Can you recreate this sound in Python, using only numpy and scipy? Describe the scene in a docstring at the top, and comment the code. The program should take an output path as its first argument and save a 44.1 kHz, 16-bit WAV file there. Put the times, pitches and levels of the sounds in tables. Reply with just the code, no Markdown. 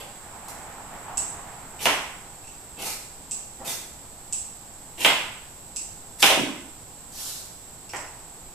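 """Short rasping scrapes: a steel striker shaves sparks off a fire-starter rod, over a table in a bare
garage, a few metres from the microphone. The striker is set on the rod with a tick; hard strokes end
in a knock that rings rod and table. The tinder paper slides over the table once.
Room air, a thin whine and a soft rush with a few bumps lie underneath."""
import sys
import numpy as np
from scipy import signal
from scipy.fft import rfft, irfft, next_fast_len
from scipy.io import wavfile

SR = 44100
rng = np.random.default_rng(int(sys.argv[2]) if len(sys.argv) > 2 else 0)


def log_audio(samples):
    """Write samples as a 16-bit WAV file to the path given in sys.argv[1]."""
    # one column per channel
    frames = np.atleast_2d(samples).T
    # limit to full scale, then quantise
    limited = np.clip(frames, -1, 1)
    pcm = np.round(limited * 32767).astype(np.int16)
    wavfile.write(sys.argv[1], SR, pcm)


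N = 376613
T = np.arange(N) / SR
WALL_ECHO_S, CEILING_ECHO_S = 0.006, 0.0136

# garage reverberation: freq_hz, t60_s, level_db, stereo_coherence
REVERB_BANDS = [(99, 0.41, 4.5, 0.87), (303, 0.6, 7, 0.83), (690, 0.58, 7.5, 0.83), (1420, 0.7, 13, 0.55),
                (2980, 0.6, 9, 0.04), (6800, 0.61, 9, 0.07), (14000, 0.47, 5, 0)]
# broad ring of the fist-damped rod: freq_hz, level_db
ROD_SPECTRUM = [(900, -24), (1500, -5.5), (1950, 0), (2850, 12.5), (3450, 9.5), (3900, 3), (4600, -6),
                (9000, -63)]
# steel contact snap: freq_hz, level_db
SNAP_SPECTRUM = [(1000, -41.5), (3700, -6), (5300, 5), (7000, -2), (10000, -3.5), (14000, -16.5)]


def undb(db):
    """Decibels to gain."""
    return 10 ** (np.asarray(db) / 20)


def unit(x):
    """Scale to rms 1."""
    return x / np.sqrt(np.mean(x ** 2))


def ramp(start_s, length_s):
    """Linear rise from 0 to 1."""
    return np.clip((T - start_s) / max(length_s, 1e-4), 0, 1)


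def swell(start_s, attack_s, release_s):
    """Rise to 1, fall to 0."""
    return ramp(start_s, attack_s) - ramp(start_s + attack_s, release_s)


def drift(rate_hz):
    """Smooth random drift."""
    return 1.48 * np.interp(T * rate_hz, np.arange(N // 20), rng.standard_normal(N // 20))


def delayed(x, delay_s):
    """Same sound by a longer path."""
    return np.pad(x, (int(delay_s * SR), 0))[:N]


def over_pitch(hz, rows, column=1):
    """Interpolate a column over log frequency."""
    rows = np.array(rows, float)
    return np.interp(np.log(np.maximum(hz, 1)), np.log(rows[:, 0]), rows[:, column])


def response(spectrum, size=4096):
    """Minimum-phase impulse response from rows of freq_hz, level_db."""
    gain = undb(over_pitch(np.fft.rfftfreq(size, 1 / SR), spectrum))
    cepstrum = irfft(np.log(gain))
    cepstrum[1:size // 2] *= 2
    cepstrum[size // 2 + 1:] = 0
    return irfft(np.exp(rfft(cepstrum)))


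def ring(modes, order=1, size=4096):
    """Impulse response of modes, neighbours in antiphase; order 2 steepens the skirts."""
    s = 1j * np.fft.rfftfreq(size, 1 / SR)
    shapes = [undb(db) * (s * width_hz / (s * s + s * width_hz + hz * hz)) ** order
              for hz, width_hz, db in modes]
    return irfft(sum(shapes[::2]) - sum(shapes[1::2]))


def drive(force, body):
    """Sound of a body under a force."""
    return signal.oaconvolve(force, body)[:N]


def blows(rows, body, db_column=1):
    """One blow per row: start_s in column 0, peak level in db_column."""
    out = np.zeros(N + len(body))
    body = body / np.abs(body).max()
    for row in rows:
        i = int(np.clip(row[0] * SR, 0, N))
        out[i:i + len(body)] += undb(row[db_column]) * body
    return out[:N]


def friction(grain_db, judder_db, judder_hz):
    """Dense, uneven micro-fractures, bunched by stick-slip."""
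    sizes = undb(grain_db * np.minimum(rng.exponential(size=N), 5))
    grains = rng.standard_normal(N) * sizes * (rng.random(N) < .25)
    return unit(grains * undb(judder_db * drift(judder_hz)))


def diffuse(size):
    """Stereo noise from all sides: coherent bass, unrelated treble."""
    hz = np.fft.rfftfreq(size, 1 / SR)
    coherence = np.clip(over_pitch(hz, REVERB_BANDS, column=3), 0, 1)
    mid, side = rfft(rng.standard_normal((2, size)))
    mid, side = mid * np.sqrt((1 + coherence) / 2), side * np.sqrt((1 - coherence) / 2)
    return irfft([mid + side, mid - side], size)


def steady_noise(spectrum):
    """Coloured diffuse noise, rms 1."""
    body = response(spectrum)
    return unit(np.array([drive(side, body) for side in diffuse(next_fast_len(N))]))


def garage(x, size=24576, hop=1280):
    """Direct sound, echoes off table, wall and ceiling, then a diffuse tail, longest in the mids."""
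    table_echo_s, build_up_s = 0.0022, 0.00047
    early = (0.33 * delayed(x, table_echo_s) + 0.37 * delayed(x, WALL_ECHO_S)
             + 0.32 * delayed(x, CEILING_ECHO_S))
    hz, t = np.fft.rfftfreq(10 * size, 1 / SR), T[:size]
    field, bands = rfft(diffuse(10 * size)), []
    for k, (_, t60_s, db, _) in enumerate(REVERB_BANDS):
        share = over_pitch(hz, [(row[0], j == k) for j, row in enumerate(REVERB_BANDS)])
        decay = np.exp(-np.log(1000) * t / t60_s) * (1 - np.exp(-t / build_up_s))
        bands.append((irfft(field * share), undb(db) * decay / np.linalg.norm(decay)))
    # moving hands: each frame meets different late reflections
    padded, late = np.pad(x, (hop, 2 * hop)), np.zeros((2, N + 2 * size))
    window = signal.windows.cosine(2 * hop)
    starts = np.arange(0, N + hop, hop)
    for i, pick in zip(starts, rng.integers(0, 9 * size, len(starts))):
        frame = padded[i:i + len(window)] * window
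        if np.abs(frame).max() > undb(-66):
            tail = sum(noise[:, pick:pick + size] * decay for noise, decay in bands)
            wash = signal.fftconvolve(tail, [frame])
            late[:, i:i + wash.shape[1]] += wash
    return x + early + late[:, hop:hop + N]


def background():
    """Steady room air, a narrow whine and a fluttering rush that swells and sinks."""
    # noise spectra: freq_hz, level_db
    air = [(20, 5), (45, 0), (100, -0.5), (150, -1.5), (280, -6), (600, -9), (820, -6.5), (1250, -15),
           (2000, -18), (4000, -17), (6000, -17), (10000, -21), (14000, -17)]
    whine = [(6000, -53), (6800, -15), (7300, -4.5), (7650, -0.5), (7980, 0.5), (8300, -4.5), (8800, -17),
             (10000, -32.5)]
    rush = [(100, -4), (350, -11.5), (550, -9), (780, 0.5), (1050, -4.5), (1400, -8), (2200, -13),
            (3500, -22), (8000, -64)]
    peak_s, width_s, rest_db, rise_db, flutter_db = 1, 0.99, -59, 17.5, 1.17
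    bell = np.exp(-.5 * ((T - peak_s) / width_s) ** 2)
    rush_db = rest_db + rise_db * bell + flutter_db * drift(rate_hz=20)
    bed = undb(-46) * steady_noise(air) + undb(-46.5) * steady_noise(whine)
    return bed + undb(rush_db) * steady_noise(rush)


def bumps():
    """Soft bumps within the rush, on one broad resonance."""
    # bumps: start_s, peak_db
    hits = [(0.335, -37), (0.782, -37), (0.996, -48), (1.082, -32.5)]
    # resonance: pitch_hz, width_hz, level_db
    modes = [(850, 440, 0)]
    return blows(hits, ring(modes, order=2))


def paper():
    """Tinder paper slides on the table: a fine hiss that rises, holds and fades as it slows."""
    # paper hiss: freq_hz, level_db
    spectrum = [(300, -20), (900, -9), (2000, -14), (3000, -4), (4200, 2), (6000, 2.5), (8200, 3),
                (10000, 1.5), (14000, 0.5)]
    start_s, attack_s, hold_s, level_db, fade_db_per_s = 7.105, 0.074, 0.11, -40.5, 99
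    rubbing = friction(grain_db=1.5, judder_db=1, judder_hz=90)
    slowing_s = np.maximum(T - start_s - attack_s - hold_s, 0)
    envelope = ramp(start_s, attack_s) * undb(level_db - fade_db_per_s * slowing_s)
    return envelope * unit(drive(rubbing, response(spectrum)))


def table_top():
    """Impulse response of the table, reached through hand and paper."""
    # table top: pitch_hz, width_hz, level_db
    modes = [(174, 165, -11), (290, 92, -3.5), (430, 166, -5.5), (659, 112, 0.5), (912, 277, -1),
             (1100, 395, -2), (1680, 1540, -9.5), (1945, 143, -2.5)]
    # contact colour, deep bass thinned, top slightly lifted: freq_hz, gain_db
    contact_colour = [(60, -15.5), (150, -2.5), (2400, 0.5), (4500, -3), (12000, 3)]
    return drive(ring(modes), response(contact_colour))


def clinks():
    """The loose striker clinks as the hands regrip."""
    # clinks: start_s, peak_db
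    hits = [(7.900, -38), (7.961, -39)]
    # loose striker: pitch_hz, width_hz, level_db
    modes = [(5570, 150, 0)]
    return blows(hits, ring(modes))


def ticks():
    """Light contacts snap and ring the flat striker, which throws much of its ring at the back wall."""
    # striker set on the rod: start_s, snap_db, high_ring_db
    contacts = [(1.1729, -18.5, -14), (2.437, -42, -55), (2.473, -36, -36), (3.3113, -20.5, -19),
                (4.3262, -19, -16), (5.7618, -18.5, -19.5), (7.893, -29, -48), (7.9604, -25, -29)]
    # striker modes: pitch_hz, width_hz, level_db
    low_modes = [(2665, 215, 0)]
    high_modes = [(6300, 860, 1), (7840, 340, 27)]
    # soft ticks are duller: the low ring falls less than the snap
    low_hits = [(start_s, -29.5 + 0.43 * snap_db) for start_s, snap_db, _ in contacts]
    rings = blows(low_hits, ring(low_modes)) + blows(contacts, ring(high_modes), db_column=2)
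    snaps = blows(contacts, response(SNAP_SPECTRUM))
    return snaps + undb(-0.5) * rings + delayed(rings, WALL_ECHO_S)


def thumps():
    """The heel of the hand lands on the table."""
    # landings: start_s, peak_db
    hits = [(6.374, -22), (6.397, -20)]
    # table under the hand: pitch_hz, width_hz, level_db
    modes = [(139, 58, -16.5), (265, 136, 3)]
    return blows(hits, ring(modes, order=2))


def knocks():
    """Hard strokes end by striking rod and table; the table's knock returns off the ceiling."""
    # end-of-stroke impacts: start_s, rod_db, table_db, snap_db
    hits = [(1.8560, -8, -10, -11), (5.0165, -20, -38, -39), (5.0478, -2.3, -9.5, -12.5),
            (6.2228, -22, -48, -10), (6.2273, 0.1, -9, -3.5), (7.9345, -36, -22.5, -43)]
    rod = blows(hits, response(ROD_SPECTRUM))
    table = blows(hits, table_top(), db_column=2)
    snaps = blows(hits, response(SNAP_SPECTRUM), db_column=3)
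    return rod + snaps + table + undb(-3.5) * delayed(table, CEILING_ECHO_S)


def scrapes():
    """The striker shaves the rod: the rasp follows speed, rod ring and table rumble follow pressure."""
    # strokes: start_s, run_up_s, run_out_s, rasp_db, rod_db, table_db
    strokes = [(-0.06, 0.055, 0.028, -46, -44.5, -40.5), (0.47, 0.032, 0.0047, -44, -65, -70),
               (1.785, 0.077, 0.0034, -32.5, -45, -50.5), (2.768, 0.1, 0.088, -35.5, -47, -48),
               (3.641, 0.033, 0.1, -33, -45, -56.5), (4.972, 0.09, 0.003, -33.5, -44.5, -48.5),
               (6.18, 0.074, 0.025, -28, -57, -75), (6.286, 0.018, 0.019, -34, -28.5, -27)]
    # rasp of the sparks: freq_hz, level_db
    rasp_spectrum = [(300, -7.5), (1500, -12.5), (2500, -12.5), (3500, -5.5), (5000, -1.5), (6500, -0.5),
                     (8200, 1), (10000, -0.5), (14000, -0.5)]
    # path through the fist to the table: freq_hz, gain_db
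    fist = [(120, 1.5), (300, 8), (700, 2), (1200, -0.5), (2500, -13.5)]
    # catching edge: pitch_hz, width_hz, level_db
    grate_modes = [(3530, 820, 0), (5400, 440, -5)]
    bite_s, rasp_exponent = 0.015, 1.19
    force = friction(grain_db=-2, judder_db=3, judder_hz=258)
    rasp = unit(drive(force, response(rasp_spectrum)))
    rod = unit(drive(force, response(ROD_SPECTRUM)))
    table = unit(drive(force, drive(table_top(), response(fist))))
    grate = unit(drive(force, ring(grate_modes, order=2)))
    # one light stroke: the fist shifts on the table, then the edge catches and grates
    out = undb(-46.5) * table * swell(start_s=3.581, attack_s=0.027, release_s=0.12)
    out += undb(-37) * grate * swell(start_s=3.674, attack_s=0.0045, release_s=0.031)
    for start_s, run_up_s, run_out_s, rasp_db, rod_db, table_db in strokes:
        contact = 1 - ramp(start_s + run_up_s, run_out_s)
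        speed = np.sin(np.pi / 2 * ramp(start_s, run_up_s) * contact)
        pressure = ramp(start_s, bite_s) * contact
        out += undb(rasp_db) * rasp * speed ** rasp_exponent
        out += (undb(rod_db) * rod + undb(table_db) * table) * pressure
    return out


def scene():
    """Sources through the garage, over the background."""
    sources = scrapes() + knocks() + thumps() + ticks() + clinks() + paper() + bumps()
    return garage(sources) + background()


def record(dry):
    """Microphone pair: slightly unequal colour, rounded peaks, top cut."""
    # channel imbalance: freq_hz, left_minus_right_db
    imbalance = [(40, -0.2), (200, -2.5), (3000, -2), (6000, -1.5), (7800, -5), (9500, 0), (13000, 1)]
    clip_level, cutoff_hz = .88, 14150
    colours = [response([(hz, sign * db / 2) for hz, db in imbalance]) for sign in (1, -1)]
    stereo = np.array([drive(side, colour) for side, colour in zip(dry, colours)])
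    rounded = stereo / (1 + (stereo / clip_level) ** 6) ** (1 / 6)
    lowpass = signal.ellip(12, .1, 70, cutoff_hz, fs=SR, output="sos")
    return signal.sosfilt(lowpass, rounded)


dry = scene()
out = record(dry)
log_audio(out)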